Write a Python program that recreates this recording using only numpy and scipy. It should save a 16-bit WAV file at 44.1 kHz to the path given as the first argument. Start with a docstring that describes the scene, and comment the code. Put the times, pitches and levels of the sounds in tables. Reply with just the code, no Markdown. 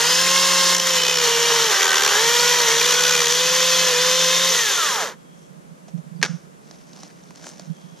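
"""A battery chainsaw cuts a fallen branch in open scrub, sags under load, and coasts to a stop.
Tones locked to the chain whine over noise that each passing link modulates: the rasp and the knock.
Then the chain brake snaps as decaying noise, and boots stir crackling litter and crack dry twigs.
Soft bumps ring a low resonance on the right of the microphone; air, a bird and faint ringing lie behind."""
import sys
import numpy as np
from scipy import signal
from scipy.fft import rfft, irfft, next_fast_len
from scipy.io import wavfile
from scipy.ndimage import uniform_filter1d

SR = 44100
rng = np.random.default_rng(int(sys.argv[2]) if len(sys.argv) > 2 else 0)


def inscribe(sig):
    """Save sig as 16-bit PCM at rate SR to the path in sys.argv[1].

    A 1-D sig is mono; a 2-D sig holds one channel per row.
    Samples are clipped to [-1, 1] before scaling.
    """
    pcm = np.round(np.clip(np.atleast_2d(sig).T, -1, 1) * 32767)
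    wavfile.write(sys.argv[1], SR, pcm.astype(np.int16))


N = 352794
TIME = np.arange(N) / SR
BITE_S = 0.75   # the cutters sink into the wood
RELEASE_S, COAST_S = 4.505, 0.67   # the trigger is let go; time from there to a stop
FREE_HZ = 547.4   # cutters passing per second with no load


def from_db(db):
    """Decibels to gain: twenty decibels are a factor of ten in pressure."""
    return 10 ** (np.asarray(db) / 20)


def rms_one(x):
    """Scale to unit power, the mean square of the pressure."""
    return x / np.sqrt(np.mean(x ** 2) + 1e-20)


def in_time(rows):
    """Linear interpolation of each column of a curve at every sample."""
    s, *columns = np.transpose(rows)
    return [np.interp(TIME, s, c) for c in columns]


def span(start, end, fade=0.014):
    """Amplitude gate whose linear ramps avoid clicks."""
    return np.clip((TIME - start) / fade, 0, 1) * np.clip((end - TIME) / fade, 0, 1)


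def drift(rate):
    """Band-limited chance of unit power, with this many new values a second."""
    knots = rng.standard_normal(8192)
    return rms_one(np.interp(TIME * rate, np.arange(len(knots)), knots))


def gain_at(points, hz):
    """Frequency response of a spectrum table, interpolated on a log-frequency axis."""
    f, db = np.transpose(points)
    return from_db(np.interp(np.log(hz + 1e-3), np.log(f), db))


def colour(x, spectrum, size=8192):
    """Causal minimum-phase filtering, from the folded cepstrum; it keeps the power of white noise."""
    hz = np.arange(size // 2 + 1) * SR / size + 1
    low_skirt = 1 / (1 + (spectrum[0][0] / hz) ** 4)
    high_skirt = 1 / (1 + (hz / spectrum[-1][0]) ** 8)
    cepstrum = irfft(np.log(gain_at(spectrum, hz) * low_skirt * high_skirt + 1e-6))
    cepstrum[1:size // 2] *= 2
    cepstrum[size // 2 + 1:] = 0
    response = irfft(np.exp(rfft(cepstrum)))
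    response /= np.linalg.norm(response)
    return signal.fftconvolve(np.atleast_2d(x), response[None], axes=1)[:, :N]


def resonate(x, hz, width_hz):
    """Damped resonance as a two-pole filter, with gain 1 at its peak."""
    r = np.exp(-np.pi * width_hz / SR)
    zeros = np.array([1, 0, -1]) * (1 - r * r) / 2
    poles = [1, -2 * r * np.cos(2 * np.pi * hz / SR), r * r]
    return signal.lfilter(zeros, poles, x)


def bursts(events, t60):
    """Exponential decay: blows start at once and fall by 60 dB in t60 seconds."""
    kicks = np.zeros(N)
    for s, db in events:
        kicks[int(s * SR)] += from_db(db)
    return signal.lfilter([1], [1, -from_db(-60 / (t60 * SR))], kicks + 1e-18)


def bump(s, half_s):
    """Gaussian rise and fall about a peak time."""
    return np.exp(-((TIME - s) / half_s) ** 2)


def white():
    """Two uncorrelated noises of flat spectrum."""
    return rng.standard_normal((2, N))


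def ports(direct, second, diffuse=0.29):
    """Stereo width by frequency: the side is the direct sound shifted in phase plus a second sound."""
    # side relative to mid, almost no width near 4.2 kHz: hz, level_db
    width = [(100, -26), (250, -34), (550, -33), (1000, -10), (1600, -6.5), (2700, -14.5), (3600, -19.5),
             (4200, -45), (5200, -9.5), (6500, -8.5), (7400, -1.5), (8400, 5.5), (10800, 1), (12400, -26),
             (14000, -3)]
    # left relative to right: hz, level_db
    balance = [(200, 0), (700, -3), (950, -5), (1900, 0.4), (3000, -1), (5000, 0.5), (5550, -4.5),
               (6100, 4.5), (7200, 5), (8300, 2), (9100, -11), (10700, -6), (11400, -1), (15000, 1.5)]
    size = next_fast_len(N + 4096)
    hz = np.arange(size // 2 + 1) * SR / size
    mid, share = rfft(direct, size), np.clip(diffuse, 0, 1)
    shifted = 1j * np.sqrt(1 - share) * mid   # a quarter period
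    side = gain_at(width, hz) * (shifted + np.sqrt(share) * rfft(second, size))
    lean = np.sqrt(gain_at(balance, hz))
    return irfft(np.array([(mid + side) * lean, (mid - side) / lean]), size)[:, :N]


def bush():
    """Broadband air noise in mid and side, a frequency-gliding bird call and narrow-band ringing."""
    # air in the trees, common to the ports: hz, density_db (per Hz)
    air_mid = [(25, -32), (100, -31), (170, -18.5), (300, -20), (550, -20.5), (750, -29), (1100, -29.5),
               (1800, -33.5), (3500, -37), (4500, -39.5), (6300, -37), (8500, -40), (12400, -44.5),
               (15000, -55)]
    # air in the trees, difference between the ports: hz, density_db (per Hz)
    air_side = [(25, -33), (100, -40), (170, -34), (300, -23), (600, -17.5), (1400, -25.5), (3000, -39.5),
                (4300, -44), (6300, -38), (9000, -42), (12400, -46), (15000, -57)]
    # small bird's call: start_s, pitch_hz, relative_level_db
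    bird = [(6.152, 5200, -85), (6.161, 5050, -56), (6.174, 4400, -61), (6.195, 4800, -59),
            (6.206, 4350, -85)]
    # faint steady ringing bands near 3.3 kHz: start_s, end_s, level_db
    rings = [(5.103, 5.55, -66), (7.65, 8.08, -62)]
    ring_hz, ring_width_hz = 3270, 220
    hz, chirp_db = in_time(bird)
    chirp = from_db(chirp_db - 2) * np.sin(2 * np.pi * np.cumsum(hz) / SR)
    chirp *= span(bird[0][0], bird[-1][0], fade=.003)
    ring_level = sum(from_db(db) * span(start, end, fade=0.1) for start, end, db in rings)
    band = resonate(resonate(white(), ring_hz, ring_width_hz), ring_hz, ring_width_hz)
    mid, side = white()
    common = from_db(-53.5) * colour(mid, air_mid)
    difference = from_db(-51) * colour(side, air_side) * [[1], [-1]]
    return common + difference + chirp + ring_level * rms_one(band)


def microphone_boom():
    """Impulsively excited resonance, also stirred by air: strong on the right, weak and inverted left."""
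    # bumps on the microphone: start_s, relative_level_db
    bumps = [(5.494, -32), (5.559, -30.5), (5.705, -31.5), (5.933, -17), (5.974, -23.5), (6.055, -31),
             (6.106, -26.5), (6.142, -27), (6.187, -21.5), (6.234, -25), (6.287, -17), (6.328, -19),
             (7.666, -28), (7.691, -17.5), (7.832, -30.5), (7.912, -30.5)]
    boom_hz, boom_width_hz = 164.4, 43
    out = np.zeros(N)
    for s, db in bumps:
        first = int(s * SR)
        age = np.maximum(TIME[first:][:SR // 4] - s, 0)
        swell = age / 0.013   # the envelope peaks after 13 ms
        envelope = (swell * np.exp(1 - swell)) ** 2
        out[first:][:len(age)] += from_db(db + 2.5) * envelope * np.sin(2 * np.pi * boom_hz * age)
    stir = rms_one(resonate(resonate(white(), boom_hz, boom_width_hz), boom_hz, 107))
    right = out + from_db(-43.5) * stir[1]
    left = from_db(-52.0) * stir[0] - from_db(-26) * right
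    return np.array([left, right])


def footsteps():
    """Granular friction and brittle fracture: boots scuff and crackle the litter, and twigs crack."""
    # boots press into the litter: peak_s, half_length_s, relative_level_db
    steps = [(6.726, 0.031, -65), (7.007, 0.077, -53), (7.473, 0.094, -49), (7.62, 0.04, -53),
             (7.99, 0.03, -64)]
    # twigs cracking: start_s, relative_level_db
    twig_cracks = [(6.711, -25), (6.932, -29.5), (6.961, -34), (7.033, -22.5), (7.237, -37), (7.307, -35),
                   (7.352, -35), (7.358, -26), (7.43, -35), (7.442, -27), (7.458, -32), (7.468, -25),
                   (7.474, -31), (7.596, -20), (7.99, -39)]
    # thicker sticks knock under the boots: start_s, pitch_hz, relative_level_db
    sticks = [(7.033, 835, -21), (7.307, 835, -20), (7.442, 1590, -17), (7.467, 880, -13),
              (7.525, 950, -29), (7.595, 700, -26)]
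    # boots and legs brush through the scrub: peak_s, half_length_s, pitch_hz, relative_level_db
    scrub = [(5.42, 0.07, 5960, -63), (6.984, 0.025, 885, -54), (7.003, 0.011, 5240, -47),
             (7.1, 0.018, 1700, -59), (7.48, 0.045, 1400, -61), (7.481, 0.031, 6250, -45.5),
             (7.628, 0.011, 1900, -55)]
    # colour of litter and twigs: hz, relative_level_db
    twig_colour = [(180, -17), (300, 4.5), (416, -10), (647, 0), (1270, -17), (1570, -13), (2600, -14.5),
                   (6200, -5), (8600, -26), (13800, -42), (15000, -39)]
    walk_s, litter_db = 6.62, -59.5   # from here on the litter keeps stirring
    brush_width = 0.3   # first bandwidth as a share of the pitch
    pressure = sum(from_db(db) * bump(s, half_s) for s, half_s, db in steps)
    pressure = pressure + from_db(litter_db) * span(walk_s, 9)
    texture = rms_one(from_db(4.4 * np.minimum(drift(550), 1.7)))
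    crackle = texture * pressure
    scuff = from_db(-8.5) * crackle * rms_one(resonate(white(), 1100, 1400))
    cracks = from_db(-9.5) * bursts(twig_cracks, t60=0.012)
    knocks = sum(resonate(white() * bursts([(s, db)], t60=0.017), hz, 250) for s, hz, db in sticks)
    leaves, brushes = white(), np.zeros((2, N))
    for s, half_s, hz, db in scrub:
        band = resonate(resonate(leaves, hz, brush_width * hz), hz, 2 * brush_width * hz)
        brushes += from_db(db) * bump(s, half_s) * rms_one(band)
    return ports(*(colour(white() * (crackle + cracks), twig_colour) + scuff + knocks + texture * brushes))


def handling():
    """Impact excitation of the plastic shell: soft knocks as the saw is lifted in the hands."""
    # knocks of the saw: start_s, relative_level_db
    lifts = [(5.882, -43), (5.976, -49)]
    # colour of the plastic shell: hz, density_db (per Hz)
    shell = [(250, -6), (600, 10), (1100, -3), (2200, -11), (3400, -5), (4600, -10), (6100, 0), (7500, -12),
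             (10000, -26), (15000, -40)]
    return ports(*colour(white() * bursts(lifts, t60=0.069), shell))


def brake():
    """Impact and reverberation: the tripped brake snaps and rattles; the trees scatter a tail."""
    # chain brake contacts: start_s, relative_level_db
    contacts = [(6.2152, -31), (6.2278, -8), (6.2300, -31), (6.2340, -19.5), (6.2405, -20), (6.2492, -22.5),
                (6.2542, -27), (6.2602, -25)]
    # colour of the snap: hz, relative_level_db
    snap_colour = [(150, -2), (300, -5), (520, -8), (700, -15), (1050, -8.5), (1350, -9), (1600, -2),
                   (2000, -7), (3200, -10.5), (3700, -11), (6300, -11), (7500, -23), (10000, -35),
                   (15000, -40)]
    # colour of the scattered tail: hz, relative_level_db
    tail_colour = [(290, -39), (500, 0), (661, -6), (861, -10), (1080, -5), (1610, 2), (1780, -5),
                   (4280, -10), (5980, -1), (14000, -58)]
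    snap = colour(white() * bursts(contacts, t60=0.026), snap_colour) * from_db(1.1)
    tail = colour(white() * bursts(contacts, t60=0.43), tail_colour) * from_db(-32.5)
    return ports(*(snap + tail))


def chain_speed():
    """Motor load line: load is read from the loss of speed; after release a power law runs it down."""
    # chain speed while the trigger is held: start_s, cutters_per_s
    speed = [(0.02, 464.7), (0.09, 496.9), (0.27, 532.4), (0.46, 537.2), (0.7, 533), (0.93, 522),
             (0.97, 507), (1.08, 504), (1.15, 499), (1.29, 467), (1.5, 471.5), (1.67, 452.4), (1.73, 392),
             (1.92, 383), (2.14, 404), (2.22, 454.7), (2.35, 480.3), (2.58, 488), (2.68, 455.3),
             (2.76, 462), (2.88, 490), (3.12, 494), (3.26, 471.5), (3.4, 503), (3.6, 513), (3.8, 515),
             (3.88, 508), (3.95, 486.3), (4.02, 503), (4.2, 517), (4.28, 514), (4.36, 524), (4.5, 528)]
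    coast_power = .77   # speed falls as this power of the time left
    bogged_hz = 420   # cutter rate under full load
    held, = in_time(speed)
    left = np.clip(1 - (TIME - RELEASE_S) / COAST_S, .01, 1)
    load = np.clip((FREE_HZ - held) / (FREE_HZ - bogged_hz), 0, 1)
    return held * left ** coast_power, load


def follow(law, rate, load):
    """Power law of speed, in decibels, with a linear change under load."""
    free_db, slope, load_db = law
    return free_db + slope * 20 * np.log10(rate / FREE_HZ) + load_db * load


def shift_db():
    """Changing contact: as the bar runs free, skids or cuts, the layers change level in dB."""
    # free running at first, then a skid, later pinched or running freely:
    # start_s, end_s, rasp_db, knock_db, main_tones_db, overtones_db (changes)
    shifts = [(0.285, 0.732, 0.25, -0.5, 0.5, 3), (0.729, 0.882, -4, -4, -3.5, -6),
              (0.96, 1.246, -3, -1.5, -4, 3), (1.262, 1.5, -0.9, -0.7, 0, 0),
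              (2.25, 2.75, 0.5, 0.5, -1, -1.5), (2.765, 3.417, 0, -1, -2.5, 0),
              (3.28, 3.387, -1.5, -2, 0, -2), (3.37, 3.547, -1.5, -2, -0.5, 2),
              (3.536, 3.91, -0.5, -0.5, 1, 1.5), (3.886, 4.36, -0.5, -1.7, 1.9, 1.5),
              (4.33, 4.76, 0, -1.5, -0.5, -9)]
    return sum(np.outer(changes, span(start, end, fade=0.039)) for start, end, *changes in shifts)


def chatter():
    """Amplitude modulation: the bar hops on the wood at a gliding rate; local power is evened out."""
    # bounces of the bar: start_s, end_s, first_per_s, last_per_s, relative_depth_db
    bounces = [(0.7335, 0.825, 60, 60, 4.5), (1.004, 1.235, 62.5, 70, 3.2), (1.785, 2.11, 85.5, 70, 3.4),
               (2.35, 2.68, 60, 68, 1.1), (2.752, 2.95, 64, 62, 2), (2.978, 3.3, 65, 80, 2.6)]
    hop_db = np.zeros(N)
    for start, end, first_per_s, last_per_s, depth_db in bounces:
        rate = np.interp(TIME, [start, end], [first_per_s, last_per_s])
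        angle = 2 * np.pi * np.cumsum(rate * (TIME > start)) / SR
        hop_db += depth_db * span(start, end, fade=0.03) * (np.cos(angle) + .3 * np.cos(2 * angle))
    gain = from_db(hop_db * (1 + 0.17 * drift(39.77)))
    return gain / np.sqrt(uniform_filter1d(gain ** 2, size=2048))


def jolts():
    """Impulsive modulation: hard knocks of the hopping bar and many light random snaps spike the rasp."""
    # hard knocks of the hopping bar: start_s, level_db (re the running rasp)
    hard = [(0.7465, -1), (0.7505, 2), (0.7655, -10), (0.8, -3), (0.871, 7), (1.002, 2), (1.016, -2),
            (1.066, -4), (1.119, 3), (1.186, -7), (1.240, 4)]
    snaps_per_s, snap_db = 45, -3   # light ones, with the strongest level re the running rasp
    draws = rng.random((int(snaps_per_s * RELEASE_S), 2))
    light = [(RELEASE_S * when, snap_db - 8 * size) for when, size in draws]
    return 1 + bursts([*hard, *light], t60=.009)


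def chain_grain(cutters, uneven_db, chance_db, pulsing):
    """Cyclic modulation: links strike in turn, each with a strength kept every lap, plus chance."""
    link_count = 52
    links = 2 * cutters
    number = links.astype(int)
    strength = uneven_db * rng.standard_normal(link_count)[number % link_count]
    strength += chance_db * rng.standard_normal(8192)[number]
    beat = 1 + pulsing * (np.cos(2 * np.pi * cutters) + 0.52 * np.cos(2 * np.pi * links))
    return rms_one(from_db(strength) * beat)


def squeals(hops):
    """Resonant excitation: the hops of the pinched bar drive one of its resonances with noise."""
    # squeals of the pinched bar: start_s, end_s, pitch_hz, width_hz, relative_level_db
    pinches = [(0.735, 0.817, 6050, 650, -27.5), (1.02, 1.21, 5170, 90, -29.5)]
    out = np.zeros(N)
    for start, end, hz, width_hz, db in pinches:
        band = resonate(resonate(rng.standard_normal(N), hz, width_hz), hz, width_hz)
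        out += from_db(db) * span(start, end) * rms_one(band)
    return out * hops ** 2


def kerf():
    """Noise-modulated carriers: hoarse bands swell and sink, and climb as the cut deepens."""
    # bands of the cut: pitch_hz (at the bite), rise_hz_per_s, width_hz, level_db (before the swell)
    bands = [(2958, 165, 430, -32.5), (5494, 200, 520, -32)]
    swell_spread_db = -1.5
    out = np.zeros(N)
    for start_hz, rise, width_hz, db in bands:
        hz = start_hz + rise * (TIME - BITE_S)
        noise = drift(width_hz) + 1j * drift(width_hz)
        band = noise * np.exp(2j * np.pi * np.cumsum(hz) / SR)
        out += from_db(db + swell_spread_db * drift(9)) * band.real
    return out * span(BITE_S, RELEASE_S + 0.49, fade=0.22)


def chips():
    """Damped free vibration: each torn chip leaves chain and bar ringing at a pitch of its own."""
    chips_per_s, chip_t60_s, spread_db = 260, .055, 3.5
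    low_hz, high_hz, held_rms_db = 1400, 6703, -28.5   # level while the trigger is held
    out, age = np.zeros(N), np.arange(int(chip_t60_s * SR)) / SR
    for when, pitch, size, phase in rng.random((int(chips_per_s * RELEASE_S), 4)):
        hz = low_hz + pitch * (high_hz - low_hz)
        db = spread_db * min(-np.log(1 - size), 3) - 60 * age / chip_t60_s
        ring = from_db(db) * np.sin(2 * np.pi * (hz * age + phase))
        out[int(when * RELEASE_S * SR):][:len(age)] += ring
    return from_db(held_rms_db) * out / np.std(out[TIME < RELEASE_S])


def tone(cutters, multiple, rough):
    """Phase-locked harmonic of unit power, wavering as the cutters bite unevenly."""
    waver = (1 + rough * (drift(90) + 1j * drift(90))) / np.sqrt(.5 + rough ** 2)
    return np.real(waver * np.exp(2j * np.pi * (multiple * cutters + rng.random())))


def swell_db(multiple, hz):
    """Resonance crossing: a tone is lifted as its pitch sweeps through a resonance of its part."""
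    # resonances of the sounding parts: multiple (of the cutter rate), centre_hz, half_width_hz, lift_db
    swells = [(1, 477, 106, 20), (2, 940, 20, 4), (2, 1072, 30, 5.5), (4, 1535, 110, 8.5), (7, 3570, 68, 0),
              (10, 5080, 320, 13)]
    return sum(db * np.exp(-((hz - centre) / width) ** 2)
               for k, centre, width, db in swells if k == multiple)


def singing(multiple):
    """Selective excitation: the height of one tone that sings out as the bar leans in the cut."""
    # tones that sing out: start_s, end_s, multiple (of the cutter rate), relative_level_db
    songs = [(0.74, 0.98, 10, -34), (0.925, 1.1, 6, -28.5), (0.92, 1.09, 8, -33), (1.0, 1.18, 5, -32),
             (1.2, 1.6, 6, -34), (1.5, 1.75, 2, -33), (1.77, 2.05, 4, -28), (2.1, 2.72, 2, -32),
             (2.11, 2.65, 5, -33), (2.12, 2.702, 4, -31.5), (2.268, 2.57, 3, -32), (2.839, 3.218, 3, -31),
             (3.08, 3.29, 5, -31), (3.506, 3.88, 9, -35), (3.64, 3.87, 8, -30), (3.67, 3.87, 12, -32),
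             (3.92, 4.52, 7, -29), (4.11, 4.42, 6, -35), (4.12, 4.34, 11, -35)]
    return sum(from_db(db) * span(start, end, fade=.08) for start, end, k, db in songs if k == multiple)


def whine(cutters, rate, load, hops, biting, coasting, main_db, ringing_db):
    """Harmonic series of chain and rotor, shaped by resonances; its tones fade after release."""
    # main tones (cutters, drive links, their harmonics, motor): multiple (of the cutter rate),
    # relative_level_db, free_db (added before the bite), coast_db (added when coasting), roughness (0-1)
    main_tones = [(1, -46.5, 0, -6, 0.07), (2, -37.5, 3.5, 1, 0.19), (3, -43.5, 7.5, -9, 0.54),
                  (4, -39.5, 4.5, -18, 0.36), (10, -45.5, 8.5, -2, 0)]
    # rotor unbalance: multiple (of the rotor rate), level_db (re the hum), free_db (added before the bite)
    rotor = [(1, 0.5, 1.5), (2, -11, 6), (4, -8, -2.5), (5, -13, 10)]
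    # chain overtones: multiple (of the cutter rate), relative_level_db
    overtones = [(5, 0.5), (6, 1.5), (7, 0.5), (8, -2), (9, 0), (11, -3), (12, -7.5), (13, -9), (14, -4)]
    # resonances of housing and bar that shape the overtones: hz, lift_db
    housing = [(500, -12), (1000, 5), (1750, 6), (2150, -1.5), (2450, 3), (2700, 0), (3100, 3), (3600, 2),
               (4200, 5.5), (5200, -1), (6200, 8.5), (7500, -3)]
    # hum: level_db (at free speed), slope (dB per dB of speed), load_db (added at full load)
    hum_law = (-38, 5, 1.5)
    cutter_free_db = -32   # cutter tone before they sink in, ahead of the free_db and shift changes
    rundown_slope = 1.04   # dB that the coasting tones lose per dB of speed, besides coast_db
    out = np.zeros(N)
    for multiple, db, free_db, coast_db, rough in main_tones:
        level_db = db + coast_db * coasting + swell_db(multiple, multiple * rate)
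        if multiple == 1:   # the branch resonates only once the cutters are in it
            level_db = biting * level_db + (1 - biting) * cutter_free_db
        height = from_db(level_db + free_db * (1 - biting) + main_db)
        out += np.hypot(height, singing(multiple)) * tone(cutters, multiple, rough)
    hum_db = follow(hum_law, rate, load)
    for multiple, db, free_db in rotor:
        height = from_db(hum_db + db + free_db * (1 - biting))
        out += height * tone(cutters, multiple / 3, rough=0.067)   # three cutters pass per rotor turn
    for multiple, db in overtones:
        level_db = -39.5 + db - 2 * load + ringing_db + swell_db(multiple, multiple * rate)
        height = gain_at(housing, multiple * rate) * from_db(level_db + 1.6 * drift(6))
        out += hops * np.hypot(height, singing(multiple)) * tone(cutters, multiple, rough=.4)
    return out * (rate / FREE_HZ) ** (rundown_slope * coasting)


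def rundown(cutters, rate):
    """Swept source and fixed resonator: falling tones of the coasting drive cross the casing's modes."""
    # tones of the coasting drive: multiple (of the cutter rate), relative_level_db, roughness (0-1)
    drive_tones = [(2, -3, 0.08), (3, -12, 0.4), (4, 0.5, 0.1), (5, -9, 0.6), (6, -6.5, 0.55),
                   (7, -12, 0.7), (8, -11, 0.7), (10, -11, 0.7)]
    # resonances of the casing round the drive: hz, relative_level_db
    casing = [(300, -54), (400, -33), (560, -29), (800, -30), (960, -29), (1120, -26), (1250, -22.5),
              (1370, -20), (1500, -35), (1620, -25), (1750, -26), (1890, -22), (2100, -37), (2350, -35),
              (2520, -26), (2750, -34), (3200, -23), (3700, -30), (5000, -46)]
    out = np.zeros(N)
    for multiple, db, rough in drive_tones:
        out += from_db(db) * gain_at(casing, multiple * rate) * tone(cutters, multiple, rough)
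    return from_db(-4.0) * out


def saw():
    """Periodic and random excitation: chain tones, rasp and knock all follow the chain speed."""
    # rasp in the wood: hz, density_db (per Hz)
    rasp_colour = [(1180, -31.5), (2000, -3.5), (2210, -6.5), (2690, -4.5), (3100, 0.5), (3520, -0.5),
                   (3860, -2.5), (4850, -4), (6030, -1.25), (7080, -4.5), (8310, -17.5), (9050, -17),
                   (10900, -20), (13300, -13), (15000, -26.5)]
    # rasp before the bite: hz, density_db (per Hz)
    free_colour = [(1180, -35), (2000, -5), (2310, -16.5), (2760, -3.5), (3320, -3.5), (4030, -6),
                   (5190, -3.5), (5590, -6.5), (6680, -4), (7710, -12), (8240, -21), (9200, -16.5),
                   (11000, -22.5), (13400, -15), (15000, -29)]
    # knock of bar and branch: hz, density_db (per Hz)
    knock_colour = [(330, -37.5), (560, -8.5), (723, -8), (999, 3), (1260, 2), (1500, 1.5), (1840, 4),
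                    (2200, -7), (2400, -9.5), (3120, -24.5), (5280, -120)]
    # low thud of the wood: hz, density_db (per Hz)
    wood_colour = [(60, -36.5), (120, -44), (170, -16), (270, -16.5), (350, -4), (450, 6.5), (560, 2),
                   (700, -8.5), (1000, -45)]
    # how rasp and knock follow the chain: relative_level_db (at free speed), slope (dB per dB of speed),
    # load_db (added at full load)
    rasp_law = (-18, 0.66, 1)
    knock_law = (-26.5, 0.039, 4.2)
    wood_free_db, wood_slope = -2.5, -0.14   # thud: weaker before the bite, gains as the chain slows
    rate, load = chain_speed()
    biting = span(BITE_S, 9, fade=0.055)
    coasting = span(RELEASE_S + 0.015, 9, fade=0.061)
    rasp_shift_db, knock_shift_db, main_db, ringing_db = shift_db()
    rasp_db = follow(rasp_law, rate, load) + rasp_shift_db
    knock_db = follow(knock_law, rate, load) + knock_shift_db + 0.73 * drift(14)
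    # the running count of cutters, with a slight jitter of speed, is the phase of every tone
    cutters = np.cumsum(rate * (1 + (0.00117 + 0.0027 * coasting) * drift(45))) / SR
    hops = chatter()
    grain = chain_grain(cutters, uneven_db=0.46, chance_db=0.54, pulsing=0.13)
    grain = grain * from_db((.5 + 0.2 * load) * drift(27.92)) * hops * jolts()
    rasp = colour(np.sqrt(biting) * grain * white(), rasp_colour)
    rasp += colour(np.sqrt(1 - biting) * grain * white(), free_colour)
    noise = from_db(rasp_db - 2.0) * rasp
    noise += from_db(knock_db - 2.0) * colour(grain * white(), knock_colour)
    thud = from_db(knock_db - 12 + wood_free_db * (1 - biting)) * (rate / FREE_HZ) ** wood_slope
    noise += thud * colour(grain * white(), wood_colour)
    direct = noise[0] + whine(cutters, rate, load, hops, biting, coasting, main_db, ringing_db)
    direct += squeals(hops) + hops * kerf()
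    direct += hops * from_db(rasp_shift_db) * chips()
    moving = span(-1, RELEASE_S + COAST_S, fade=.14) ** 1.78   # silent once the chain stands
    coast = coasting * moving ** 0.73 * rundown(cutters, rate)
    return ports(moving * direct + coast, moving * noise[1])


def scene():
    """Superposition at the microphone; a high-pass takes the deep bass from the near sounds."""
    near = microphone_boom() + footsteps() + handling() + brake() + saw()
    rumble_cut = signal.butter(5, 149, "high", fs=SR, output="sos")
    return bush() + signal.sosfilt(rumble_cut, near)


def record(dry):
    """Clipping at full scale, then a steep low-pass that cuts the top."""
    top_cut = signal.ellip(10, .1, 80, 15300, fs=SR, output="sos")
    return signal.sosfilt(top_cut, np.clip(dry, -1, 1))


dry = scene()
out = record(dry)
inscribe(out)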